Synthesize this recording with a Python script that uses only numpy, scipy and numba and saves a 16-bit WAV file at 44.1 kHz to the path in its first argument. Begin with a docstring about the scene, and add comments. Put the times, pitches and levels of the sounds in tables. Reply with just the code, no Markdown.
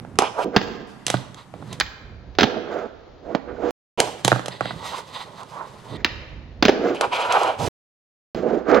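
"""A toy finger skateboard rolls over a wooden desk, crosses a small concrete ramp, then rolls on the desk again.
After a silent gap near 3.7 s it returns to the desk and then the ramp; a last desk ride has a gap near 7.7 s.
Rolling is noise from grit ringing the deck; pops and landings are short pushes that ring deck, wheels and desk.
Four passages play at half speed, an octave lower and duller. A small room answers over soft hum and hiss."""
import sys
import numpy as np
from scipy import signal
from scipy.fft import rfft, irfft
from scipy.io import wavfile
from scipy.ndimage import uniform_filter1d
from numba import njit

SR = 44100
rng = np.random.default_rng(int(sys.argv[2]) if len(sys.argv) > 2 else 0)


def digitize_waveform(pressure):
    """Quantize a signal to 16-bit integers and store it at the path in sys.argv[1].

    Rows of a 2-D input are taken as channels; values are limited to [-1, 1].
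    """
    field = np.atleast_2d(pressure).T
    bounded = np.clip(field, -1, 1)
    quanta = np.round(bounded * 32767).astype(np.int16)
    wavfile.write(sys.argv[1], SR, quanta)


N = 388080
T = np.arange(N) / SR  # time in seconds

# Passages played at half speed. Each row: start in seconds, end in seconds.
SLOW_SPANS = [(.445, .872), (1.806, 3.71), (5.97, 6.947), (8.345, 8.8)]
# Times when the board is on the concrete ramp. Each row: start in seconds, end in seconds.
RAMP_SPANS = [(1.06, 2.38), (4.24, 6.62)]
# Pops and landings. Each row: time in seconds, then the strength of the knock, crack and thump in dB.
BLOWS = [(0.049, -27.5, -62, -53), (0.156, -26.5, -52, -45), (0.188, 0.5, -8.5, -4), (0.221, -6, -26, -12),
         (0.563, 2, -5.5, -3.5), (0.614, -27, -26.5, -41), (1.066, -60, -14.5, -17),
         (1.081, -18.5, -22.5, -36), (1.101, -11, -13.5, -12.5), (1.141, -4, -33, -3),
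         (1.345, -38, -42.5, -46), (1.539, -25, -56, -24), (1.625, -29.5, -69, -42),
         (1.728, -30, -29.5, -50), (1.8, -12.5, -12, -32), (1.808, -22.5, -11, -21.5),
         (1.863, -33.5, -32.5, -50), (2.351, -39, -42.5, -43.5), (2.386, -4.5, -7, -44),
         (2.397, -7, -14, -42), (2.408, -8, -7.5, -16), (2.419, -5, -18, -18), (2.43, -20, -11.5, -38),
         (2.432, -3, -8.5, -8), (2.439, -18, -11.5, -25), (2.441, -7.5, -30.5, -13.5),
         (3.349, -0.5, -24.5, -33), (3.354, -18, -45, -37), (4.002, -4, -9.5, -8), (4.248, -7, -8, -2),
         (4.279, -1.5, -9, -15), (4.318, 0, -33, -2.5), (4.327, -2, -41, -5.5), (4.36, -13, -39, -9.5),
         (4.394, -16.5, -40, -16), (4.459, -22.5, -27, -26), (4.482, -18.5, -26, -19),
         (4.608, -4.5, -37, -13.5), (4.656, -13, -44, -16), (4.708, -16.5, -56, -18),
         (5.432, -41, -42.5, -55), (6.046, -12.5, -7.5, -26), (6.625, 2, -4.5, -15.5),
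         (6.652, -2.5, -6, -54), (6.655, -3, -42, -13), (6.682, -2, -10, -15.5), (6.692, 4, -12, -29),
         (7.01, -7.5, -15.5, -40), (7.324, -18, -19.5, -34), (7.433, -22, -28, -38),
         (7.675, -17.5, -37, -15.5), (8.348, -15.5, -31.5, -21), (8.684, -13.5, -40, -40),
         (8.714, -12, -27, -33), (8.745, -11, -20.5, -39)]
# What the desk wood radiates well. Each row: centre in Hz and width in Hz at full speed, level in dB.
DESK_WOOD = [(248, 600, 11.4)]


def undb(db):
    """Turn a level in dB into a gain."""
    return 10 ** (np.asarray(db) / 20)


def during(spans):
    """Give 1 inside the time spans and 0 outside."""
    return sum(((T >= start) & (T < end)) * 1. for start, end in spans)


def lowpass(x, hz):
    """Cut the treble above a frequency with a steep filter."""
    return signal.sosfilt(signal.ellip(8, .2, 80, hz, fs=SR, output="sos"), x)


def even(x):
    """Scale a sound to an rms level of 1."""
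    return x / np.sqrt(np.mean(x ** 2))


@njit
def svf(x, hz, k):
    """State-variable band-pass with a moving centre and a gain of 1 there; k = width / centre."""
    y, band, low = np.empty(len(x)), 0., 0.
    for i in range(len(x)):
        g = np.tan(np.pi * hz[i] / SR)
        v = (band + g * (x[i] + 1e-18 - low)) / (1 + g * (g + k))
        band = 2 * v - band
        low = low + 2 * g * v
        y[i] = k * v
    return y


def ring(x, modes, speed):
    """A body's resonances, neighbours in opposite phase; half speed halves every pitch."""
    total = 0
    for k, (hz, width, db) in enumerate(modes):
        total = total + (-1) ** k * undb(db) * svf(x, hz * speed, width / hz)
    return total


def walk(rate):
    """Wandering level: random steps, this many a second, smoothed into straight slopes."""
    k = int(SR / rate)
    steps = np.repeat(rng.standard_normal(N // k + 1), k)
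    return 1.7 * uniform_filter1d(steps, k)[:N]


def hush(speed):
    """Room hum and microphone hiss: shaped noise, alike left and right in the bass."""
    # Colour of the hush. Each row: frequency in Hz at speed 1, relative level in dB per Hz.
    hush_colour = np.array([(25, -7), (125, -8.5), (200, -18), (500, -9), (1000, -5.5), (2000, -14.5),
                            (4000, -24.5), (7000, -27), (7850, -26.5), (8700, -26), (14500, -39.5),
                            (16000, -63.5)])
    hush_db = -53.5  # average, before the wandering
    hz = np.arange(N // 2 + 1) * SR / N + 1
    gain = undb(np.interp(np.log(hz / speed), np.log(hush_colour[:, 0]), hush_colour[:, 1]))
    mid, side = rfft(rng.standard_normal((2, N))) * gain
    side = side * np.clip(hz / 6000, .2, .6)
    noise = irfft(np.array([1.3 * mid + side, .7 * mid - side]), N)
    return undb(hush_db + 1.5 * walk(6)) * even(noise)


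def room(dry, speed):
    """Dense echoes that fade, treble first; lower speed draws them out; left and right tails differ widely."""
    echo_db = -13.5
    fade_s, treble_fade_s, damp_hz = 0.5, 0.5, 5140  # at speed 1; each fade is 60 dB, treble gets both
    t = np.arange(SR) / SR * speed
    mid, side = rng.standard_normal((2, SR))
    noise = mid + .8 * side * np.array([[1], [-1]])
    dull = signal.lfilter(*signal.butter(1, damp_hz * speed, fs=SR), noise)
    treble = (noise - dull) * undb(-60 * t / treble_fade_s)
    tail = (dull + treble) * undb(-60 * t / fade_s) * (t > .004)
    tail = tail / np.sqrt(np.sum(tail ** 2) / 2)
    return undb(echo_db) * signal.fftconvolve(dry, tail, axes=1)[:, :N]


def pan():
    """Follow where the board is: left minus right in dB."""
    # Each row: time in seconds, left minus right in dB.
    board_path = [(0.0, -7), (1.0, -6.5), (1.4, -7), (2.0, -7.5), (2.5, -8), (3.3, -11), (3.7, -11),
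                  (4.0, -6.5), (5.9, -8), (6.6, -5), (7.2, -2.5), (7.55, -4), (7.65, -9), (8.4, -8.5),
                  (8.8, -12.5)]
    return np.interp(T, *np.transpose(board_path))


def place(x, pan_db, lag=0):
    """Split into left and right; the right port may hear it a few samples later."""
    return np.array([x * undb(pan_db / 2), np.roll(x, lag) * undb(-pan_db / 2)])


def grains(scatter_db, bumps_db):
    """Wheels meeting grit: dense ticks of uneven size, in bumpy runs."""
    size = undb(scatter_db * rng.exponential(size=N) + bumps_db * walk(45))
    return rng.standard_normal(N) * size


def swell(s, rise_s, hold_s, fall_s):
    """Pressure of one push in dB under its top: rise, full pressure from s on, fall."""
    drop_db = 21.5  # at the far end of a rise or fall
    curve = 1.065  # 1 is straight in dB, 2 has a rounded top
    away = np.maximum((s - T) / rise_s, (T - s - hold_s) / fall_s)
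    return -drop_db * np.clip(away, 0, 4) ** curve


def leaning(speed):
    """The hand leans on the desk and it rumbles: low noise over a faint steady level."""
    # Each row: time of full pressure in seconds, hold in seconds, level in dB.
    hand_leans = [(0.0, 0.2, -44.5), (0.615, 0.031, -47.5), (1.176, 0.057, -48.5), (1.55, 0.3, -44.5),
                  (2.019, .3, -44.5), (3.496, 0.21, -49.5), (3.983, 0.036, -46.5), (4.627, 0.13, -44),
                  (5.916, .7, -40), (7.602, 0.083, -35), (8.365, 0.12, -50), (8.724, .08, -40.5)]
    # Low resonances. Each row: centre in Hz and width in Hz at full speed, relative level in dB.
    rumble_modes = [(53.7, 30, -3.5), (128, 85, 4)]
    rise_s, fall_s, idle_db = 0.03, 0.17, -53
    rumble = even(ring(ring(grains(1.5, 1.2), DESK_WOOD, speed), rumble_modes, speed))
    gain = undb(idle_db)
    for s, hold_s, db in hand_leans:
        gain = gain + undb(db + swell(s, rise_s, hold_s, fall_s))
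    return rumble * gain


def pushes():
    """Gains of deck, grit and hiss and the deck's centre in Hz; pushes that overlap add up in power."""
    # Wheels in contact, one row a push. Each row: time of full pressure, rise, hold and fall in seconds,
    # deck ring in dB, its centre in Hz (as played), grit in dB, hiss in dB.
    finger_pushes = [ (0.205, 0.018, .05, 0.059, -24, 744, -36.5, -53.5),
                     (0.39, 0.06, 0.045, .03, -25.5, 690, -43.5, -47),
                     (0.45, 0.022, 0.021, .08, -24, 300.4, -50, -71.5),
                     (0.55, 0.03, 0.0064, 0.017, -23.5, 536, -36.5, -44.5),
                     (0.6, 0.024, 0.12, 0.24, -32.5, 285, -56, -46),
                     (1.071, .01, .06, 0.15, -39, 891, -39.5, -43),
                     (1.38, .06, 0.032, .04, -47, 1060, -50, -57),
                     (1.55, .02, 0.077, 0.11, -44.5, 240, -64, -67),
                     (1.714, 0.069, 0.015, .08, -43.5, 500, -50, -51.5),
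                     (2.46, .02, 0.043, .3, -28, 450, -49.5, -66),
                     (2.72, .1, 0.11, 0.073, -26.5, 560, -38.5, -48),
                     (3.28, 0.083, 0.087, 0.026, -32.5, 460, -46, -56),
                     (3.48, 0.018, 0.034, 0.078, -31, 450, -43, -69),
                     (3.642, 0.12, 0.068, 0.095, -24, 520, -40.5, -43.5),
                     (3.99, 0.027, 0.0091, 0.045, -21.5, 440, -36, -39),
                     (4.02, 0.022, .03, 0.18, -29.5, 460, -42.5, -41.5),
                     (4.249, .01, .06, 0.13, -36.5, 598, -36, -37.5),
                     (4.4, .1, 1.55, 0.043, -49.5, 508, -61.5, -59.5),
                     (4.52, 0.054, .05, 0.018, -47, 500, -44, -63.5),
                     (4.63, 0.033, .08, .05, -42.5, 700, -40.5, -51.5),
                     (4.86, 0.14, 0.13, 0.067, -38, 894, -43, -47),
                     (5.15, 0.086, 0.075, 0.037, -42.5, 990, -39.5, -49.5),
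                     (5.38, 0.053, .05, .04, -43.5, 1060, -58.5, -54),
                     (5.54, .04, 0.071, 0.073, -36.5, 1040, -64, -58),
                     (5.93, .1, 0.071, 0.067, -42, 440, -51, -55),
                     (6.056, 0.011, 0.025, 0.34, -47, 499, -46, -53),
                     (6.72, 0.015, .05, 0.2, -23, 400, -46, -66.5),
                     (6.85, .1, 0.046, 0.13, -18.5, 390, -31.5, -40.5),
                     (7.015, 0.012, 0.037, 0.022, -21.5, 720, -37, -47.5),
                     (7.13, 0.017, 0.0312, 0.056, -23, 955, -25.5, -42),
                     (7.19, 0.034, 0.022, 0.17, -21.5, 950, -32.5, -42),
                     (7.31, 0.034, 0.047, 0.071, -17.5, 960, -31.5, -43),
                     (7.39, 0.079, 0.096, 0.083, -20, 750, -33.5, -43),
                     (7.6, 0.023, .07, 0.037, -29, 500, -46.5, -38),
                     (8.36, .02, 0.04, 0.11, -24.5, 300, -42.5, -44.5),
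                     (8.48, 0.11, .1, 0.076, -19.5, 410, -40, -48.5),
                     (8.695, 0.036, 0.079, 0.037, -15, 540, -21, -41.5), ]
    steeper = 1.014  # grit and hiss follow finger pressure more steeply than the deck
    deck = pitch = grit = hiss = 0
    for s, rise_s, hold_s, fall_s, deck_db, hz, grit_db, hiss_db in finger_pushes:
        press_db = swell(s, rise_s, hold_s, fall_s)
        power = undb(deck_db + press_db) ** 2
        deck = deck + power
        pitch = pitch + power * hz
        grit = grit + undb(grit_db + steeper * press_db) ** 2
        hiss = hiss + undb(hiss_db + steeper * press_db) ** 2
    return np.sqrt(deck), pitch / deck, np.sqrt(grit), np.sqrt(hiss)


def rolling(speed):
    """Grit shakes the deck, scrapes and hisses; deck and grit ring differently on wood and concrete."""
    # What rings while rolling. Each row: centre in Hz and width in Hz at full speed, relative level in dB.
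    deck_desk_modes, deck_ramp_modes = [(389, 281, 2.5), (550, 950, 1), (839.6, 160, 1.5), (975.7, 32, -1),
                                        (1357, 390, -2.5)], [(437, 200, 7), (690, 100, 3.5),
                                                              (1020, 810, 17), (1065, 470, 20.5)]
    grit_desk_modes, grit_ramp_modes = [(2380, 350, 0), (3050, 450, -1), (4200, 1200, -12)], [(1940, 110, 4), (2750, 500, -6),
                                                              (3750, 700, -1), (4800, 600, -8),
                                                              (7850, 500, -14)]
    hiss_modes = [(2880, 4200, 4), (7400, 9800, -11.5)]
    ramp = during(RAMP_SPANS)
    deck_gain, centre, grit_gain, hiss_gain = pushes()
    # finger pressure picks which deck modes speak
    centre = np.clip(centre, 100, 3000)
    push = svf(svf(grains(1.0, 1.9), centre, 1.6), centre, 1.6)
    deck_on_ramp = even(ring(push, deck_ramp_modes, speed))
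    deck_on_desk = even(ring(push, deck_desk_modes, speed))
    deck = ramp * deck_on_ramp + (1 - ramp) * deck_on_desk
    scratch = ring(grains(2.5, 2.0), [(3200, 4500, 0)], speed)
    grit_on_ramp = even(ring(scratch, grit_ramp_modes, speed))
    grit_on_desk = even(ring(scratch, grit_desk_modes, speed))
    grit = ramp * grit_on_ramp + (1 - ramp) * grit_on_desk
    hiss = even(ring(grains(2.0, 2.0), hiss_modes, speed))
    return deck * deck_gain, grit * grit_gain + hiss * hiss_gain


def blows(db, push_s, rattle, rattle_s, speed):
    """Each blow is a short push with a fading, uneven rattle of loose trucks (the wheel axles)."""
    length = 2048  # samples kept of each blow
    out = np.zeros(N + length)
    chance = rng.standard_normal((len(BLOWS), length))
    for s, level, noise in zip(np.transpose(BLOWS)[0], db, chance):
        i = int(s * SR)
        t = np.arange(length) / SR * speed[i]  # half speed stretches the blow
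        uneven = np.abs(np.repeat(noise[::64], 64))
        fade = np.exp(-t / rattle_s) + .2 * np.exp(-t / .008) * uneven
        out[i:i + length] += undb(level) * (np.exp(-t / push_s) + rattle * noise * fade)
    return out[:N]


def clacks(speed):
    """Pops and landings: the deck knocks, wheels crack, the ramp block or the desk thumps."""
    # What rings after a blow: deck wood, deck, wheels, ramp block, desk.
    # Each row: centre in Hz and width in Hz at full speed, relative level in dB.
    deck_wood, knock_modes, crack_modes = [(815, 645, 13.44)], [(410, 290, -0.5), (905, 900, 0),
                                                              (1016, 160, -0.5), (1490, 380, -5.5)], [(1660, 460, 6),
                                                                             (2840, 1100, 12),
                                                                             (3580, 1300, 13),
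                                                                             (6500, 3700, 6.5),
                                                                             (10670, 5400, -2)]
    block_modes, desk_modes = [(125, 11, 4.5), (185, 13, -1), (312, 82, -4)], [(130, 710, -8.5), (262, 69, -3), (400, 87, 5),
                                              (630, 320, 3.5)]
    _, knock_db, crack_db, thump_db = np.transpose(BLOWS)
    ramp = during(RAMP_SPANS)
    knock = ring(blows(knock_db, 0.000086, 0.77, .0015, speed), deck_wood, speed)
    knock = ring(knock, knock_modes, speed)
    crack = ring(blows(crack_db, .00004, 0.89, 0.0019, speed), crack_modes, speed)
    weight = ring(blows(thump_db, 0.00034, .2, 0.0023, speed), DESK_WOOD, speed)
    thump = ring(weight * ramp, block_modes, speed) + ring(weight * (1 - ramp), desk_modes, speed)
    return knock, crack, thump


def scene():
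    """Put all sources in the room, passage by passage."""
    slow = during(SLOW_SPANS)
    speed = 1 - slow / 2
    rumble = leaning(speed)
    deck, grit = rolling(speed)
    knock, crack, thump = clacks(speed)
    wood = place(deck + knock, pan(), lag=6) + place(rumble + thump, pan())
    wheels = grit + crack
    # an echo off the desk arrives from the side
    glance = .33 * np.roll(wheels, 19) * np.array([[1], [-1]])
    # the two ports differ less in the treble
    wheels = place(wheels, .45 * pan()) + glance
    # the low wood sounds get a little less room echo
    walls = wheels + undb(-2.5) * wood
    echo = room(walls * slow, 0.39) + room(walls * (1 - slow), 0.75)
    background = slow * hush(0.47) + (1 - slow) * hush(1.0)
    return wood + wheels + echo + background


def record(dry):
    """Peaks are squashed; slow passages turn dull with a faint mirror of the treble; gaps are mute."""
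    # Silent gaps. Each row: start in seconds, end in seconds.
    silent_gaps = [(3.708, 3.975), (7.684, 8.347)]
    slow_top_hz, mirror_top_hz, top_hz, mirror_db = 7350, 15900, 16800, -8
    soft = signal.lfilter(*signal.butter(2, 12500, fs=SR), dry)  # the microphone rolls off its top
    loud = np.tanh(0.92 * soft) * 1.215
    dull = lowpass(loud, slow_top_hz)
    # stretching samples to twice their length mirrors the spectrum about a quarter of the sample rate
    mirror = lowpass(dull * (-1.) ** np.arange(N), mirror_top_hz)
    slow = during(SLOW_SPANS)
    edit = slow * (dull + undb(mirror_db) * mirror) + (1 - slow) * loud
    edit = edit * (1 - during(silent_gaps))
    return lowpass(np.clip(edit, -1, 1), top_hz)


dry = scene()
out = record(dry)
digitize_waveform(out)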